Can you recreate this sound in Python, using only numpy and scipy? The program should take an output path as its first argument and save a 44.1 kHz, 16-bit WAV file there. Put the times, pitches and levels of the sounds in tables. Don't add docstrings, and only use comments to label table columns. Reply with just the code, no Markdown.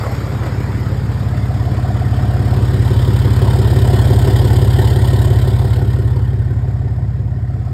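import sys
import numpy as np
from scipy import signal
from scipy.fft import rfft, irfft, next_fast_len
from scipy.io import wavfile
from scipy.ndimage import uniform_filter1d

SR = 44100
rng = np.random.default_rng(int(sys.argv[2]) if len(sys.argv) > 2 else 0)


def digitize_waveform(pressure):
    field = np.atleast_2d(pressure).T
    bounded = np.clip(field, -1, 1)
    quanta = np.round(bounded * 32767).astype(np.int16)
    wavfile.write(sys.argv[1], SR, quanta)


N = 340893

CYCLE_HZ = 5.845
# (time [s], distance to the tailpipe [m], treble loss away from the pipe's mouth [dB],
# engine clatter level [dB])
WALK = [(0, 3.3, 17, -25), (.35, 2.94, 9, -27), (1.3, 1.98, 7.5, -31), (2.1, 1.67, 6.5, -30.5),
        (2.9, 1.21, 2, -29.5), (3.6, 1.08, 0.4, -29), (4.1, 0.99, -2.2, -31), (5.2, 1.05, -0.8, -35.5),
        (5.75, 1.29, 3, -36), (6.3, 1.54, 13, -41), (6.7, 2.1, 18, -40), (7.3, 2.33, 21, -44),
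        (7.73, 2.7, 19, -41)]


def gain_of(db):
    return 10 ** (np.asarray(db) / 20)


def evened(x):
    return x / np.sqrt(np.mean(x ** 2) + 1e-20)


def along(table, t):
    s, *columns = np.transpose(table)
    return [np.interp(t, s, c) for c in columns]


def read(points, hz):
    f, db = np.transpose(points)
    return np.interp(np.log(hz + 1), np.log(f + 1), db)


def noise(shape_db, patchy_db):
    hop, window = 256, 1024
    frames = N // hop + 5
    hz = np.fft.rfftfreq(window, 1 / SR)[:, None]
    real, imaginary, patches = rng.standard_normal((frames, 513, 3)).T
    patches = uniform_filter1d(patches, size=4, axis=0)
    patches = evened(uniform_filter1d(patches, size=9, axis=1))
    frame_s = np.arange(frames) * hop / SR
    colour = gain_of(shape_db(hz, frame_s) + np.zeros(frames))
    colour = colour / np.sqrt((colour ** 2).mean(0))
    spectra = (real + 1j * imaginary) * colour * gain_of(patchy_db * patches)
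    return evened(signal.istft(spectra, nperseg=window, noverlap=window - hop)[1][:N])


def cycles(t):
    # (time [s], lag [ms])
    firing_lag = [(0, 3.7), (.5, 3.6), (1.1, 2.2), (1.75, .1), (2.6, -.9), (3.5, -2.5), (4.4, -1.4),
                  (5.9, 2.0), (7.1, 6.4), (7.73, 8.3)]
    return CYCLE_HZ * (t - along(firing_lag, t)[0] / 1000)


def puffs(per_cycle, late, rise, fall, uneven_db, pattern_db=(0,)):
    turn = per_cycle * cycles(np.arange(N) / SR) - late + 1
    size = gain_of(uneven_db * rng.standard_normal(400) + np.resize(pattern_db, 400))

    def shape(u):
        return (1 - np.exp(-u / rise)) ** 2 * np.exp(-u / fall)

    count = turn.astype(int)
    phase = turn % 1
    previous_tail = size[count] * shape(phase + 1)
    return size[count + 1] * shape(phase) + previous_tail


def ring(modes, cylinder_db, lag_ms, uneven_db, uneven_ms):
    lead = SR
    t = np.arange(-lead, N) / SR
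    firing = np.arange(-30, 276)
    cylinder = firing % 6
    chance = rng.standard_normal((len(firing), 2))
    delay_ms = lag_ms[cylinder] + uneven_ms * chance[:, 0]
    s = np.interp(firing / 6, cycles(t), t) + delay_ms / 1000
    strength = gain_of(cylinder_db[cylinder] + uneven_db * chance[:, 1])
    size = next_fast_len(len(t) + SR)
    clicks = np.bincount(np.round(s * SR).astype(int) + lead, strength, size)
    f = np.fft.rfftfreq(size, 1 / SR)
    response = 0
    for hz, width, db, sign in modes:
        response = response + sign * gain_of(db) * 1j * f * width / (hz ** 2 - f ** 2 + 1j * f * width)
    cutoff = 1.17 * max(mode[0] for mode in modes)
    response = response / (1 + (f / cutoff) ** 6)
    return evened(irfft(rfft(clicks[:size]) * response, size)[lead:lead + N])


def heard(layer, t):
    layers = {"boom": (-9, 1, .01), "drone": (-27, 0.29, 0.27), "burble": (-25.5, 1.96, 0.17),
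              "rasp": (-26.5, 1.2, 0.33), "hiss": (-28.5, 1.11, 0.94)}
    db, spread, aim = layers[layer]
    metres, aside_db = along(WALK, t)[:2]
    return gain_of(db - aim * aside_db) / metres ** spread


def fan(t):
    # (time [s], rms level [dB])
    hum_level = [(0, -35.5), (1.1, -28), (1.8, -38), (3.3, -32), (6, -39.5), (7.1, -30), (7.73, -37)]
    hum_hz = 155
    amplitude = np.sqrt(2) * gain_of(along(hum_level, t)[0])
    return amplitude * np.sin(2 * np.pi * hum_hz * t)


def ticks(t):
    start_db, fade_s = -41.5, .1
    bright = noise(lambda hz, s: -12 * np.log10(1 + ((hz - 13200) / 500) ** 2), patchy_db=-0.5)
    gate = puffs(2, late=.25, rise=.04, fall=.1, uneven_db=3.0)
    fade = 1 / (1 + t / fade_s)
    return gain_of(start_db) * fade * evened(bright * gate)


def clatter(t):
    # (frequency [Hz], relative level [dB per Hz])
    far_spectrum = [(20, -8), (60, -3.5), (150, 12), (400, 8.5), (550, 6), (1000, 4), (2100, -3),
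                    (2800, -16.5), (4000, -14.5), (4800, -11), (7500, -15), (9500, -20), (13000, -14),
                    (15500, -17.5)]
    near_spectrum = [(20, 3), (60, -1), (150, 10.5), (400, 10), (800, -10.5), (1300, -0.5), (1900, -9.5),
                     (2500, -10), (3300, -7.5), (4200, -17.5), (5100, -4), (8000, -22.5), (15500, -41)]
    near_m = 0.65

    def colour_db(hz, s):
        nearness = np.clip(near_m / along(WALK, s)[0], 0, 1)
        return read(far_spectrum, hz) * (1 - nearness) + read(near_spectrum, hz) * nearness

    rattle = noise(colour_db, patchy_db=2.56)
    gate = 1.5 + puffs(6, late=-0.03, rise=0.12, fall=0.26, uneven_db=5.5)
    return gain_of(along(WALK, t)[2]) * evened(rattle * gate)


def ground_echo(direct, t):
    pipe_height_m, ear_height_m, sound_m_per_s = 0.243, 0.73, 343
    gravel, aside_scale_db = 0.18, 2.5
    metres, aside_db = along(WALK, t)[:2]
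    detour_m = np.sqrt(metres ** 2 + 4 * pipe_height_m * ear_height_m) - metres
    strength = gravel * (1 - np.exp(-np.maximum(aside_db, 0) / aside_scale_db))
    dull = signal.lfilter(*signal.butter(1, 2400, fs=SR), direct)
    return strength * np.interp(t - detour_m / sound_m_per_s, t, dull)


def tailpipe(t):
    # (frequency [Hz], relative level [dB per Hz])
    rasp_spectrum = [(150, -14.5), (330, 10.5), (520, 1.5), (700, 0.5), (1050, -2.5), (1180, -32),
                     (1330, -10), (1900, -8), (2300, -18), (3000, -29), (6000, -61)]
    hiss_spectrum = [(800, -52), (2000, -9.5), (2600, -16.5), (3100, -2.5), (4000, -6), (5000, -6),
                     (6500, -11), (8500, -5.5), (12500, -8.5), (15500, -2)]
    # (frequency [Hz], width [Hz], height [dB])
    pipe_resonances = [(714, 170, 3.6), (929, 52, 7.8), (1068, 36, 9.3), (1350, 55, 5.9), (1494, 49, 8.9),
                       (1832, 38, 18.4), (1980, 34, 3), (3120, 250, 4.2), (3510, 52, 8.7), (3830, 63, 4.8),
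                       (4600, 48, 2.2), (4940, 52, 7.7)]
    rush_pattern = [0.6, -2.2, 0.8, -1.5, -1.5, 0.3]
    spit_db, spit_ms = 1, 2.5

    def humps(hz):
        return sum(db / (1 + (2 * (hz - f) / width) ** 2) for f, width, db in pipe_resonances)

    rasp = noise(lambda hz, s: read(rasp_spectrum, hz) + humps(hz), patchy_db=2.5)
    hiss = noise(lambda hz, s: read(hiss_spectrum, hz) + humps(hz), patchy_db=2.6)
    grain_samples = max(1, round(spit_ms * SR / 1000))
    grains = evened(uniform_filter1d(rng.standard_normal(N), size=grain_samples))
    hiss = hiss * gain_of(spit_db * grains)
    rush = puffs(6, late=-0.21, rise=0.2, fall=0.33, uneven_db=1.0, pattern_db=rush_pattern)
    gated_rasp = evened(rasp * (0.23 + rush))
    gated_hiss = evened(hiss * (0.059 + rush))
    direct = heard("rasp", t) * gated_rasp + heard("hiss", t) * gated_hiss
    return direct + ground_echo(direct, t)


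def exhaust(t):
    # (boom [dB], lag [ms], drone [dB], lag [ms], burble [dB], lag [ms], knock [dB], lag [ms])
    cylinders = [(-1.0, .6, -1.3, 16.56, -12, 30, -2.5, 21), (-8, 2.5, -2.6, 22.33, -6, 14, -13, 20),
                 (-.5, 1.68, -.9, 25.72, -11, 18, -2.5, 20.5), (-11, -3.65, -4.8, 26.47, -14, 18, -12, 27),
                 (-1, 2.5, 0, 35.78, -8, 23.1, 0, 21.9), (-5.5, -3.5, -2.6, 24.06, 0, 27, -11, 23)]
    # (frequency [Hz], width [Hz], relative level [dB], signed weight [-])
    boom_modes = [(40.3, 3.7, -10, 0.98), (68.7, 3, 8, 0.33), (109.1, 24.4, 4.5, -0.76),
                  (125.4, 19.2, 3, 0.82), (139.83, 2.7, -2, -0.52)]
    drone_modes = [(156.2, 9, -10, -1.13), (191.5, 8.4, 2.5, -0.61), (210.3, 7.9, -9.5, 1),
                   (239.1, 5.2, -2.5, 0.38), (259.7, 11.8, -5, 0.85), (291.7, 9.5, -10.5, -1.28)]
    burble_modes = [(358, 30, 0, -1), (392, 36, 0, 1), (497, 30, -6, 1)]
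    knock_modes = [(630, 10, -2, 1), (712, 40, 0, 1), (775, 30, -8, -1)]
    # (level [dB], timing [ms])
    uneven = [(.6, .06), (1.2, .1), (1.0, .08), (1.6, .15)]
    # (strongest at [s], half length [s], level [dB])
    knock_swells = [(2.05, .75, -33), (3.95, .6, -35), (5.4, .5, -40), (6.8, .3, -43), (7.6, .35, -46)]
    # (nearest at [s], half length [s], gain [dB])
    muffler = (2.22, 2.3, 2.3)
    # (deepest at [s], half length [s], depth [dB])
    burble_dip = (1.63, 0.51, 30)

    def bell(s, width):
        return np.exp(-((t - s) / width) ** 4)

    swell_s, swell_width, swell_db = muffler
    dip_s, dip_width, dip_db = burble_dip
    boom = heard("boom", t)
    drone = heard("drone", t) * gain_of(swell_db * bell(swell_s, swell_width))
    burble = heard("burble", t) / gain_of(dip_db * bell(dip_s, dip_width))
    knock = gain_of(-55)
    for s, width, db in knock_swells:
        knock = knock + gain_of(db) * bell(s, width)

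    columns = np.transpose(cylinders)
    modes_of = (boom_modes, drone_modes, burble_modes, knock_modes)
    parts = zip(modes_of, columns[::2], columns[1::2], uneven, (boom, drone, burble, knock))
    return sum(level * ring(modes, db, ms, *spread) for modes, db, ms, spread, level in parts)


def scene():
    t = np.arange(N) / SR
    return (fan(t) + ticks(t) + clatter(t) + tailpipe(t) + exhaust(t))[None]


def record(dry):
    # (frequency [Hz], width [Hz], steepness [-])
    notches = [(5997, 670, 1.38), (10260, 1270, 1.46), (15020, 1800, 2.1)]
    edge_hz = 15780
    over = np.maximum(abs(dry) - .7, 0)
    rounded = dry - np.sign(dry) * (over - .2 * np.tanh(over / .2))
    f = np.linspace(0, SR / 2, 1025)
    colour = np.ones(len(f))
    for hz, width, steep in notches:
        offset = (f - hz) ** 2
        colour = colour * (offset / (offset + width ** 2)) ** (steep / 2)
    colour[-1] = 0
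    notch_filter = signal.firwin2(1023, f, colour, fs=SR)
    coloured = signal.oaconvolve(rounded, notch_filter[None], "same")
    band_limit = signal.firwin(2047, edge_hz, window=("kaiser", 9), fs=SR)
    return signal.oaconvolve(coloured, band_limit[None], "same")


dry = scene()
out = record(dry)
digitize_waveform(out)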